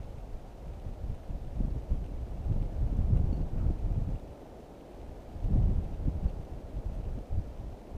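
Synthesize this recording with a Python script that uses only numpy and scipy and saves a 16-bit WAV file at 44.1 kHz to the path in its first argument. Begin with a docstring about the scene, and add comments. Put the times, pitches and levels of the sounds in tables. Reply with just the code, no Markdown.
"""An open, dry valley, where gusts buffet a microphone lying on the ground.
Eddies rumble and thump at its port and grow finer as the wind rises; behind them sit the soft roar
of distant air and a thin hiss. Dry straw brushes and ticks in the gusts and under a small rodent's
feet. A few thin chirps and one very faint, far call come through."""
import sys
import numpy as np
from scipy import signal
from scipy.fft import rfft, irfft, next_fast_len
from scipy.io import wavfile

SR = 44100
rng = np.random.default_rng(int(sys.argv[2]) if len(sys.argv) > 2 else 0)


def generate_wav(signal):
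    """Clip the signal to [-1, 1] and save it as 16-bit WAV at the path in sys.argv[1]."""
    frames = np.transpose(np.atleast_2d(signal))
    scaled = np.clip(frames, -1, 1) * 32767
    pcm = np.round(scaled).astype(np.int16)
    wavfile.write(sys.argv[1], SR, pcm)


N = 351477
T = np.arange(N) / SR


def gain_of(db):
    """Decibels to amplitude."""
    return 10 ** (np.asarray(db) / 20)


def unit_rms(x):
    """Scales a signal to rms 1."""
    return x / np.sqrt(np.mean(x ** 2) + 1e-30)


def eq_at(points, hz):
    """Reads an EQ curve on a log-frequency axis."""
    f, value = np.transpose(points)
    return np.interp(np.log(hz + 1), np.log(f + 1), value)


def noise(shape, size=N):
    """Noise of rms 1 whose amplitude spectrum is shape(Hz)."""
    padded = next_fast_len(size, True)
    spectrum = rfft(rng.standard_normal(padded)) * shape(np.fft.rfftfreq(padded, 1 / SR))
    return unit_rms(irfft(spectrum, padded)[:size])


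def flutter(rate_hz):
    """A random wobble of rms 1, up to about the given rate."""
    return noise(lambda f: f / (f + 2) / (1 + (f / rate_hz) ** 4))


def steadied(x, span_s):
    """Rides out the slow swells of a noise, leaving it at rms 1."""
    power = signal.oaconvolve(x ** 2, signal.windows.hann(int(span_s * SR)), "same")
    return unit_rms(x / np.sqrt(np.abs(power) + 1e-9))


def add_puff(mix, s, db, spread_s, shape):
    """Adds a puff of coloured noise under a Gaussian bell, centred on time s."""
    t = (np.arange(SR // 2) - SR // 4) / SR
    bell = np.exp(-.5 * (t / spread_s) ** 2)
    puff = noise(shape, size=len(t)) * bell
    puff *= gain_of(db) * np.linalg.norm(bell) / np.linalg.norm(puff)
    part = mix[round(s * SR) - SR // 4:][:len(t)]
    part += puff[:len(part)]


def wind(rise_s=0.012, fall_s=0.033, lull_s=0.014, unsteady_db=0.38, unsteady_hz=14):
    """Wind level in dB: gusts rise, hold and fall on top of a breeze, broken by brief lulls."""
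    # The slow rise and fall under the gusts. Each row: time in seconds, level in dB.
    breeze = [(0.0, -36.5), (0.15, -38.5), (0.5, -41.5), (1.12, -37), (1.23, -43), (1.45, -36), (1.84, -39),
              (2.18, -34.5), (2.28, -36.5), (2.36, -33.5), (2.7, -32), (3.19, -29.5), (3.49, -35),
              (3.9, -32.5), (4.31, -42.5), (4.34, -44), (4.87, -48.5), (5.03, -38.5), (5.25, -44),
              (5.57, -27), (5.88, -33.5), (6.17, -37), (6.41, -35.5), (6.48, -43.5), (6.53, -34.5),
              (6.62, -39), (7.17, -33.5), (7.26, -49), (7.48, -37), (7.86, -46), (7.97, -34.5)]
    # Each row: start of a gust's hold in seconds, hold in seconds, level in dB.
    gusts = [(0.67, 0.02, -36), (0.868, 0.015, -34.5), (1.045, 0.089, -34.5), (1.286, 0.065, -35.5),
             (1.571, .19, -32), (1.903, 0.12, -31), (2.466, 0.21, -33), (2.793, 0.63, -33.5),
             (3.536, 0.16, -29.5), (3.831, 0.31, -33), (5.435, 0.35, -34), (5.5, 0.067, -32.5),
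             (6.052, 0.036, -32), (6.233, 0.018, -28.5), (6.755, 0.035, -36), (6.865, 0.35, -40.5),
             (7.335, 0.056, -34), (7.595, 0.13, -38.5)]
    # Lulls between eddies, and a few slight lifts. Each row: time in seconds, level change in dB.
    lulls = [(0.02, -4), (1.83, 0), (2.0, -5), (2.29, -2.5), (2.42, -5), (2.57, 1.5), (2.69, -5.5),
             (2.77, -4), (2.885, -4.5), (3.06, 1), (3.3, 0), (3.5, -2), (4.36, -10), (5.62, -1), (5.87, -1),
             (6.13, 1), (6.205, 1.5), (6.61, -12), (6.83, -6), (7.54, -4)]
    power = gain_of(np.interp(T, *np.transpose(breeze))) ** 2
    for start, hold_s, db in gusts:
        rising = np.minimum(T - start, 0) / rise_s
        falling = np.maximum(T - start - hold_s, 0) / fall_s
        power += (gain_of(db) * np.exp(-rising ** 2 - falling ** 2)) ** 2
    lull_db = sum(db * np.exp(-.5 * ((T - s) / lull_s) ** 2) for s, db in lulls)
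    return 10 * np.log10(power) + lull_db + unsteady_db * flutter(unsteady_hz)


def rumble(wind_db, level_db=-33.0, deep_shake_db=1.5, fine_shake_db=2.5, eddy_hz=32):
    """Turbulence at the port, octave by octave; passing eddies shake all octaves together."""
    # The tone in a moderate wind. Each row: frequency in Hz, relative level in dB.
    tone = [(10, -9.5), (22, 2.4), (45, 2.2), (75, -2.5), (115, -9), (185, -15), (260, -24), (400, -32.5),
            (700, -37.5), (1400, -53), (3000, -69)]
    # Small eddies outgrow large ones, bar the top band. Each row: band in Hz, dB per dB of wind.
    growth = [(60, 1.38), (120, 1.42), (240, 1.47), (480, 1.86), (960, 0.94)]
    padded = next_fast_len(N, True)
    hz = np.fft.rfftfreq(padded, 1 / SR)
    turbulence = noise(lambda f: gain_of(eq_at(tone, f)) * f / (f + 3) / (1 + (f / 4000) ** 2), padded)
    spectrum = rfft(turbulence)
    eddies = steadied(flutter(eddy_hz), span_s=0.13)
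    centres_hz = np.geomspace(60, 960, 5)
    out = np.zeros(N)
    for k, centre in enumerate(centres_hz):
        crossover = np.interp(np.log(hz + 1), np.log(centres_hz), np.arange(len(centres_hz)) == k)
        band = irfft(spectrum * crossover, padded)[:N]
        shake_db = np.interp(k, [0, 2], [deep_shake_db, fine_shake_db])
        drive_db = eq_at(growth, centre) * wind_db + shake_db * eddies
        out += band.std() * steadied(band, span_s=0.15) * gain_of(drive_db)
    return gain_of(level_db) * out


def roar(trim_db=1.83, waver_db=0.7, waver_hz=70, deep_hz=470):
    """Far moving air: a soft, low wash that slowly swells and deepens."""
    # The tone of the wash. Each row: frequency in Hz, relative level in dB.
    tone = [(20, -18), (130, -4), (280, 1), (410, -1.5), (580, -2), (720, -4.5), (870, -10), (1080, -18.5),
            (1300, -21), (1700, -26.5), (4000, -40)]
    # Its swell. 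Each row: time in seconds, level before the trim in dB, low-shelf gain in dB.
    swell = [(0, -52, -5), (1.5, -52.5, -1.5), (3.2, -50.5, -0.5), (4.5, -51.5, 0), (5.9, -50.5, -0.5),
             (7.97, -52, -0.5)]
    s, swell_db, shelf_db = np.transpose(swell)
    wash = noise(lambda f: gain_of(eq_at(tone, f)) / (1 + (f / 6000) ** 2))
    lows = signal.sosfiltfilt(signal.butter(2, deep_hz, fs=SR, output="sos"), wash)
    wash += lows * (gain_of(np.interp(T, s, shelf_db)) - 1)
    return wash * gain_of(np.interp(T, s, swell_db) + trim_db + waver_db * flutter(waver_hz))


def hiss(wind_db, floor_db=-67.0, gust_db=-79, waver_db=0.37, waver_hz=24):
    """A smooth, thin bed that the strongest gusts lift a little."""
    # The tone of the bed. Each row: frequency in Hz, relative level in dB.
    tone = [(300, 6), (1800, 1), (2300, 1), (2700, -1), (3500, -1.5), (5400, -4.5), (6100, -5),
            (7300, -7.5), (10000, -10.5), (12500, -13.5), (13600, -10.5), (15000, -15)]
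    level = np.hypot(gain_of(floor_db), gain_of(gust_db + wind_db))
    return noise(lambda f: gain_of(eq_at(tone, f))) * level * gain_of(waver_db * flutter(waver_hz))


def straw_brush(wind_db, level_db=-76, growth=0.28, clump_db=2.5, clump_hz=90):
    """Dry stalks brush together in soft, short clumps, louder in the gusts."""
    centre_hz, half_width_hz = 2400, 1100
    brush = noise(lambda f: f / (f + 800) / (1 + ((f - centre_hz) / half_width_hz) ** 2))
    clumps = np.minimum(flutter(clump_hz), 2.5)
    return brush * gain_of(level_db + growth * wind_db + clump_db * clumps)


def stalk_ring(hz, tilt_db):
    """Amplitude spectrum of a snapping stalk, tilted by tilt_db per octave above 2 kHz."""
    # A dry stalk's resonances. Each row: centre in Hz, width in Hz, relative level in dB.
    modes = [(1490, 560, -4), (2670, 600, -2), (3730, 670, -10), (6080, 500, -11.5), (8600, 900, -15),
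             (11400, 700, -19)]
    peaks = sum(gain_of(db) / (1 + ((hz - centre) / (width / 2)) ** 2) for centre, width, db in modes)
    octaves_up = np.log2(np.maximum(hz, 2000) / 2000)
    return peaks * hz / (hz + 800) * gain_of(tilt_db * octaves_up)


def straw_crackle(level_db=-79.0, per_s=42, spread_s=0.00093):
    """Single stalks give tiny snaps at random, all with the same ring."""
    snaps = (rng.random(N) < per_s / SR) * rng.uniform(0.29, 1, N)
    envelope = signal.oaconvolve(snaps, signal.windows.gaussian(1001, spread_s * SR), "same")
    ring = noise(lambda f: stalk_ring(f, tilt_db=-1.0))
    return gain_of(level_db) * unit_rms(ring * envelope)


def buffets(trim_db=-5.0, steepness=6.76):
    """The hardest eddies hit the port as dull thumps; a larger one is deeper and slower to pass."""
    # Each row: time of a thump in seconds, level before the trim in dB, upper edge in Hz.
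    thumps = [(0.157, -39, 70), (0.353, -28.5, 37.8), (1.098, -33, 122), (1.59, -26, 62),
              (1.607, -23.5, 193), (1.653, -32, 218), (1.707, -34, 220), (1.765, -29.5, 235),
              (1.925, -23, 71), (1.95, -35, 205), (2.216, -29.5, 110), (2.51, -20, 89), (2.625, -34, 220),
              (2.82, -21, 69), (2.852, -29, 70), (2.927, -28.5, 302), (2.987, -21, 138), (3.11, -24, 210),
              (3.139, -15.5, 109), (3.199, -20, 95), (3.213, -30.5, 240), (3.245, -20.5, 85),
              (3.27, -27.5, 215), (3.33, -26, 200), (3.377, -26, 220), (3.405, -26.5, 134),
              (3.583, -29, 89.5), (3.658, -19, 96), (3.67, -26, 220), (3.707, -26.5, 210), (3.98, -23, 97),
              (4.02, -24.5, 120), (4.09, -24, 152), (4.149, -33.5, 80), (4.29, -37, 70), (5.451, -22.5, 94),
              (5.51, -23, 199), (5.557, -24.5, 246), (5.586, -16.5, 100), (5.66, -19.5, 70),
              (5.690, -24, 176), (5.768, -26.5, 120), (6.038, -29, 80), (6.082, -19.5, 170),
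              (6.167, -25, 100), (6.245, -30, 186), (6.267, -25, 94), (6.869, -28, 70), (7.135, -30, 40),
              (7.179, -31, 228), (7.338, -23.5, 48), (7.383, -22.5, 64)]
    out = np.zeros(N)
    for s, db, edge_hz in thumps:
        add_puff(out, s, db + trim_db, spread_s=1 / edge_hz,
                 shape=lambda f: f / (f + 50) / np.sqrt(1 + (f / edge_hz) ** steepness))
    return out


def straw_ticks():
    """Stalks tick and scuff in the gusts and under a small rodent's feet."""
    # Each row: time in seconds, level in dB, spread in seconds, treble tilt in dB per octave.
    ticks = [(0.948, -67, 0.001, 1), (1.449, -63, 0.002, -2), (1.471, -66, 0.001, 1),
             (1.843, -66, 0.002, -2), (2.043, -59, 0.002, -7), (2.45, -63, 0.002, -2),
             (2.97, -64, 0.0014, 4), (3.174, -58, 0.0015, -1), (3.583, -61, 0.002, -6),
             (4.197, -61, 0.001, -1), (4.606, -66, 0.002, -2), (4.811, -62, 0.001, -2),
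             (4.95, -61, 0.001, 0), (5.016, -60, 0.001, -3), (5.223, -61, 0.001, -6),
             (5.444, -61.5, 0.003, 0), (5.586, -66, 0.003, -6), (5.631, -66, 0.005, -3),
             (5.772, -69, 0.0055, -3), (5.845, -67, 0.012, -3), (5.941, -65, 0.007, -2),
             (6.246, -62, 0.002, -5), (6.299, -64, 0.005, -1), (6.452, -64, 0.0015, 2),
             (6.86, -66, 0.002, 1), (6.952, -67, 0.003, 2), (7.575, -63, 0.002, -5)]
    out = np.zeros(N)
    for s, db, spread_s, tilt_db in ticks:
        add_puff(out, s, db, spread_s, lambda f: stalk_ring(f, tilt_db))
    return out


def chirps(attack_s=0.004, decay_s=0.005, detune=0.004):
    """Thin, very short chirps that start sharply and ring off, each at a slightly different pitch."""
    # Each row: start of a chirp in seconds, level in dB.
    cues = [(1.702, -69), (2.588, -72), (3.326, -60.5), (3.34, -65.5), (3.368, -65), (3.415, -70),
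            (6.282, -66)]
    # A chirp's partials. Each row: pitch in Hz, offset from the chirp's level in dB.
    partials = [(4440, 0.5), (2830, -2)]
    out, t = np.zeros(N), np.arange(SR // 10) / SR
    envelope = np.minimum(t / attack_s, 1) * np.exp(-np.maximum(t - attack_s, 0) / decay_s)
    for s, db in cues:
        for hz, partial_db in partials:
            pitch_hz = hz * (1 + detune * rng.uniform(-1, 1))
            tone = np.sqrt(2) * np.sin(2 * np.pi * pitch_hz * t)
            out[round(s * SR):][:len(t)] += gain_of(db + partial_db) * envelope * tone
    return out


def far_call():
    """A lower, longer note, blurred by distance into a narrow band of noise."""
    # Each row: time in seconds, level in dB, spread in seconds, pitch in Hz, half-width in Hz.
    calls = [(3.62, -62, 0.044, 1320, 240)]
    out = np.zeros(N)
    for s, db, spread_s, hz, half_width_hz in calls:
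        add_puff(out, s, db, spread_s, lambda f: 1 / (1 + ((f - hz) / half_width_hz) ** 4))
    return out


def scene(moderate_wind_db=-32):
    """The mono mix: one wind drives the rumble, the hiss and the brushing straw."""
    wind_db = wind() - moderate_wind_db
    air = rumble(wind_db) + buffets() + roar() + hiss(wind_db)
    straw = straw_brush(wind_db) + straw_ticks() + straw_crackle()
    return (air + straw + chirps() + far_call())[None]


def record(dry, cutoff_hz=15250):
    """The recorder's electronics add a faint whine and cut off the very top."""
    # The tones of the whine. Each row: frequency in Hz, level in dB.
    tones = [(3000, -90), (4000, -92.5), (6000, -98), (14566, -93.5), (14626, -98)]
    whine = sum(np.sqrt(2) * gain_of(db) * np.sin(2 * np.pi * (hz * T + rng.random()))
                for hz, db in tones)
    edge_fades = signal.windows.tukey(N, .0005)
    lowpass = signal.firwin(511, cutoff_hz, window=("kaiser", 9), fs=SR)
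    return signal.oaconvolve((dry + whine) * edge_fades, lowpass[None], "same")


dry = scene()
out = record(dry)
generate_wav(out)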